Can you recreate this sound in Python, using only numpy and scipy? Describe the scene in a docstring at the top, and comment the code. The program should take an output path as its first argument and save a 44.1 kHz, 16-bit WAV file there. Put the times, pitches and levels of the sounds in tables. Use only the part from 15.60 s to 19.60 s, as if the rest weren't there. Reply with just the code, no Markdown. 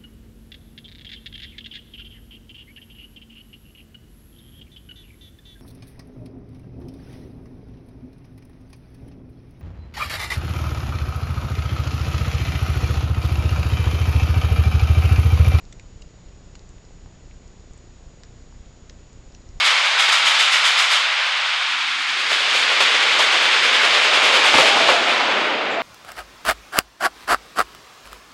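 """Small animals crunch treats in a cloth pouch, close to a camera: a few crisp bites, many wet lip ticks.
Each bite is a cluster of snaps, heard dry and ringing through the mouth; each tick is one ringing snap.
Now and then the cloth nudges the camera with a soft bump. Underneath sit the camera's electronics,
a low flutter at its frame rate and a thin whine with faint hum, on a bed of steady room hiss."""
import sys
import numpy as np
from scipy import signal
from scipy.fft import rfft, irfft, next_fast_len
from scipy.io import wavfile

SR = 44100
rng = np.random.default_rng(int(sys.argv[2]) if len(sys.argv) > 2 else 0)


def materialize(psi):
    """Save the field psi as 16-bit PCM at rate SR to the path in sys.argv[1].

    A 1-D psi becomes a single channel; in a 2-D psi each row is a channel.
    """
    bounded = np.clip(np.atleast_2d(psi).T, -1, 1)
    quanta = np.round(bounded * 32767).astype(np.int16)
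    wavfile.write(sys.argv[1], SR, quanta)


N = 176400

# Treats cracking. Each row: main snap time, crackle span before it and after it, all in seconds,
# dry crack level in dB, then four mouth resonances, each as pitch in Hz and level in dB.
TREAT_BITES = [ (0.1261, 0.0011, .0045, -52, 2070, -47, 3340, -45.5, 6100, -46, 7930, -43),
               (0.1971, 0.00085, 0.0011, -47, 2370, -43, 3600, -60, 6400, -54, 7800, -51),
               (0.4213, 0.00058, 0.0029, -48.5, 2950, -45, 3800, -47, 4660, -46.5, 5900, -52),
               (.9536, .0005, 0.0018, -44.5, 1760, -46, 3930, -49.5, 5800, -51, 7240, -48.5),
               (2.6349, 0.00012, 0.00057, -48, 1860, -48, 3520, -49.5, 5800, -48, 6900, -51),
               (3.2967, 0.0007, 0.003, -52.5, 2110, -46.5, 3700, -46, 5350, -45, 5940, -47.5),
               (3.7489, 0.0029, 0.0013, -58, 2920, -49, 4150, -49.5, 5500, -45.5, 6060, -50)]
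# Lip and tongue ticks. Each row: start in seconds, level in dB, pitch in Hz, nominal ring in seconds.
LIP_TICKS = [ (.035, -75, 5000, .003), (0.053, -52, 4800, 0.0014), (0.418, -52, 7900, 0.0023),
             (0.685, -57, 2800, .004), (.690, -60, 5200, .003), (.994, -50.5, 4600, 0.0013),
             (1.092, -49, 7600, 0.002), (1.183, -55, 2500, 0.0029), (1.251, -55.5, 5000, 0.0031),
             (1.308, -52, 600, 0.0076), (1.460, -48, 790, 0.0047), (1.712, -51, 2350, 0.0043),
             (1.879, -53, 6540, 0.00083), (2.1352, -49.5, 7400, 0.0017), (2.1773, -48.5, 7850, 0.0041),
             (2.383, -63, 3300, 0.0045), (2.651, -58, 5000, .003), (2.925, -53, 950, 0.0053),
             (3.307, -57, 5200, .003), (3.404, -60, 5500, .003), (3.5305, -51, 7200, 0.0013),
             (3.723, -54, 5200, 0.0034), (3.890, -51.5, 5700, 0.0027)]
# The pouch bumping the camera. Each row: time in seconds, peak level in dB.
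POUCH_BUMPS = [(0.413, -36.5), (2.112, -32.5), (3.010, -33), (3.945, -38)]
# Fader ride on the flutter's low pulses. Each row: time in seconds, gain in dB.
FLUTTER_RIDE = [(0, 1.5), (.3, 1), (.42, 7), (.53, -4.5), (.67, 2.5), (.95, 1), (1.3, 2), (1.45, 1),
                (1.58, -0.5), (1.7, -0.5), (1.92, 2), (2.1, 1.5), (2.22, -1.5), (2.42, 1.5), (2.52, 2.5),
                (2.82, -1), (3.03, 1.5), (3.3, -0.5), (3.7, -1), (3.95, 4.5)]
# Mains hum and weak electronic tones. Each row: pitch in Hz, level in dB.
FAINT_TONES = [(120, -60), (180, -64), (240, -65.5), (1992.8, -79), (6543, -86)]
# Tone of the room and microphone hiss. Each row: frequency in Hz, relative level in dB.
HISS_EQ = [(20, 3), (60, 3.5), (130, 3.5), (220, -3), (300, -4), (450, -6.5), (800, -12), (1400, -16),
           (2100, -18), (3200, -19.5), (5500, -20.5), (7500, -21)]
# The camera's treble roll-off. Each row: frequency in Hz, gain in dB.
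CAMERA_EQ = [(7300, -1), (7800, -6.5), (8400, -15), (8750, -25.5), (9050, -32)]


def bites(after_snaps=4, crackle_gain=0.53, low_cut_hz=910, mouth_width_hz=866):
    """A treat cracks: one main snap amid smaller ones, heard dry and through the mouth's resonances."""
    out = np.zeros(N)
    for at, before, after, crack_db, *mouth in TREAT_BITES:
        trailing = before + after * (np.arange(after_snaps) + rng.random(after_snaps)) / after_snaps
        offsets = np.r_[0, before, trailing]
        sizes = crackle_gain * rng.uniform(0.92, 1.3, len(offsets)) * rng.choice([-1, 1], len(offsets))
        sizes[1] = 1  # the main snap
        one_snap = snap()
        impulses = np.bincount((offsets * SR).astype(int), sizes, len(one_snap))
        crunch = signal.fftconvolve(impulses, one_snap)
        crack = level_click(filtered(crunch, lambda f: 1j * f / (low_cut_hz + 1j * f)))
        add(out, at - before, amp(crack_db) * crack)
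        for hz, db in zip(mouth[::2], mouth[1::2]):
            add(out, at - before, -amp(db) * mouth_ring(crunch, hz, mouth_width_hz))
    return out


def lip_ticks(nibbles=30, nibble_db=(-64.5, -59), nibble_hz=4260, nibble_ring_s=0.002):
    """Lips and tongue make single wet ticks, with fainter chewing scattered between them."""
    out = np.zeros(N)
    chewing = [(rng.uniform(0, N / SR), rng.uniform(*nibble_db),
                nibble_hz * np.exp(0.39 * rng.normal()), nibble_ring_s) for _ in range(nibbles)]
    for start, db, hz, ring_s in LIP_TICKS + chewing:
        width_hz = 2 * np.log(1000) / (np.pi * ring_s)
        add(out, start, amp(db) * mouth_ring(snap(), hz, width_hz))
    return out


def mouth_ring(x, hz, width_hz):
    """The mouth rings at one pitch: two band-passes in series, each width_hz wide, then levelled."""
    return level_click(filtered(x, lambda f: (1j * f * width_hz / (hz**2 - f**2 + 1j * f * width_hz))**2))


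def snap(samples=1764, pouch_db=-11, t60_s=0.036, rise_s=0.0025):
    """One sharp snap, followed by the pouch's short diffuse tail."""
    t = np.arange(samples) / SR
    tail = rng.standard_normal(samples) * amp(-60 * t / t60_s) * (1 - np.exp(-t / rise_s))
    return (t == 0) + amp(pouch_db) * tail / np.linalg.norm(tail)


def pouch_bumps(half_width_s=0.0025):
    """The cloth nudges the camera: one soft, low push each time."""
    t = np.arange(N) / SR
    return sum(amp(db) * np.exp(-0.5 * ((t - at) / half_width_s) ** 2) for at, db in POUCH_BUMPS)


def camera_flutter(frame_hz=30.014):
    """Each camera frame leaks into the sound as a short blip and a soft low pulse."""
    t = np.arange(N) / SR
    ride_db = np.interp(t, *np.transpose(FLUTTER_RIDE))
    return amp(-39) * frame_blips(t, frame_hz) + amp(-36 + ride_db) * frame_pulses(frame_hz)


def frame_blips(t, frame_hz, delay_s=0.0096, half_width_s=0.00091):
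    """The flutter's buzzy edge: one triangular blip a frame, slightly uneven in size."""
    sizes = 1 + 0.13 * rng.standard_normal(int(N / SR * frame_hz) + 1)
    triangles = np.maximum(0, 1 - np.abs(t % (1 / frame_hz) - delay_s) / half_width_s)
    blips = -sizes[(t * frame_hz).astype(int)] * triangles
    return blips - blips.mean()


def frame_pulses(frame_hz, delay_s=0.0275, jitter_s=0.0028, typical_s=0.008, sag_s=0.033):
    """The flutter's low body: one sagging pulse a frame, uneven in depth and length."""
    pulses = np.zeros(N)
    for k, frame_start in enumerate(np.arange(0, N / SR, 1 / frame_hz)):
        age = np.arange(0, typical_s * np.exp(0.29 * rng.normal()), 1 / SR)
        depth = (1.4 if k % 3 == 1 else 1) + rng.uniform(-0.67, 1)  # accent on every third pulse
        add(pulses, frame_start + delay_s + jitter_s * rng.normal(), -depth * np.exp(-age / sag_s))
    pulses -= pulses.mean()
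    low_cut_hz, high_cut_hz = 22, 122
    return filtered(pulses, lambda f: 1j * f / (low_cut_hz + 1j * f) / (1 + 1j * f / high_cut_hz) ** 2)


def camera_whine(whine_hz=6903.3, whine_db=-63.5):
    """The electronics hold one thin tone, with faint mains hum and two much weaker tones."""
    t = np.arange(N) / SR
    tones = [(whine_hz, whine_db)] + FAINT_TONES
    return sum(np.sqrt(2) * amp(db) * np.sin(2 * np.pi * (hz * t + rng.random())) for hz, db in tones)


def room_hiss(rms_db=-49):
    """An even bed of room and microphone noise."""
    noise = filtered(rng.standard_normal(N), lambda hz: eq_gain(HISS_EQ, hz))
    return amp(rms_db) * noise / np.sqrt(np.mean(noise ** 2))


def amp(db):
    """Decibels to gain."""
    return 10 ** (np.asarray(db) / 20)


def eq_gain(points, hz):
    """Gain of an EQ curve drawn through (Hz, dB) points on a log frequency axis."""
    point_hz, db = np.transpose(points)
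    return amp(np.interp(np.log(hz + 1), np.log(point_hz), db))


def filtered(x, response):
    """Pass x through a response given as a function of frequency."""
    padded = next_fast_len(len(x) + 8192)
    return irfft(rfft(x, padded) * response(np.fft.rfftfreq(padded, 1 / SR)), padded)[:len(x)]


def level_click(x):
    """Scale a click to the energy of 4 ms at rms 1."""
    return x * np.sqrt(0.004 * SR / (np.sum(x ** 2) + 1e-30))


def add(track, start_s, sound):
    """Mix a sound into the track at start_s."""
    part = track[max(0, round(start_s * SR)):][:len(sound)]
    part += sound[:len(part)]


def scene():
    """Eating and pouch bumps over the background bed, in mono."""
    bed = room_hiss() + camera_flutter() + camera_whine()
    return (bed + bites() + lip_ticks() + pouch_bumps())[None]


def record(dry, top_hz=9100):
    """The camera rolls off the treble and passes nothing above its band limit."""
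    return np.array([filtered(x, lambda hz: eq_gain(CAMERA_EQ, hz) * (hz < top_hz)) for x in dry])


dry = scene()
out = record(dry)
materialize(out)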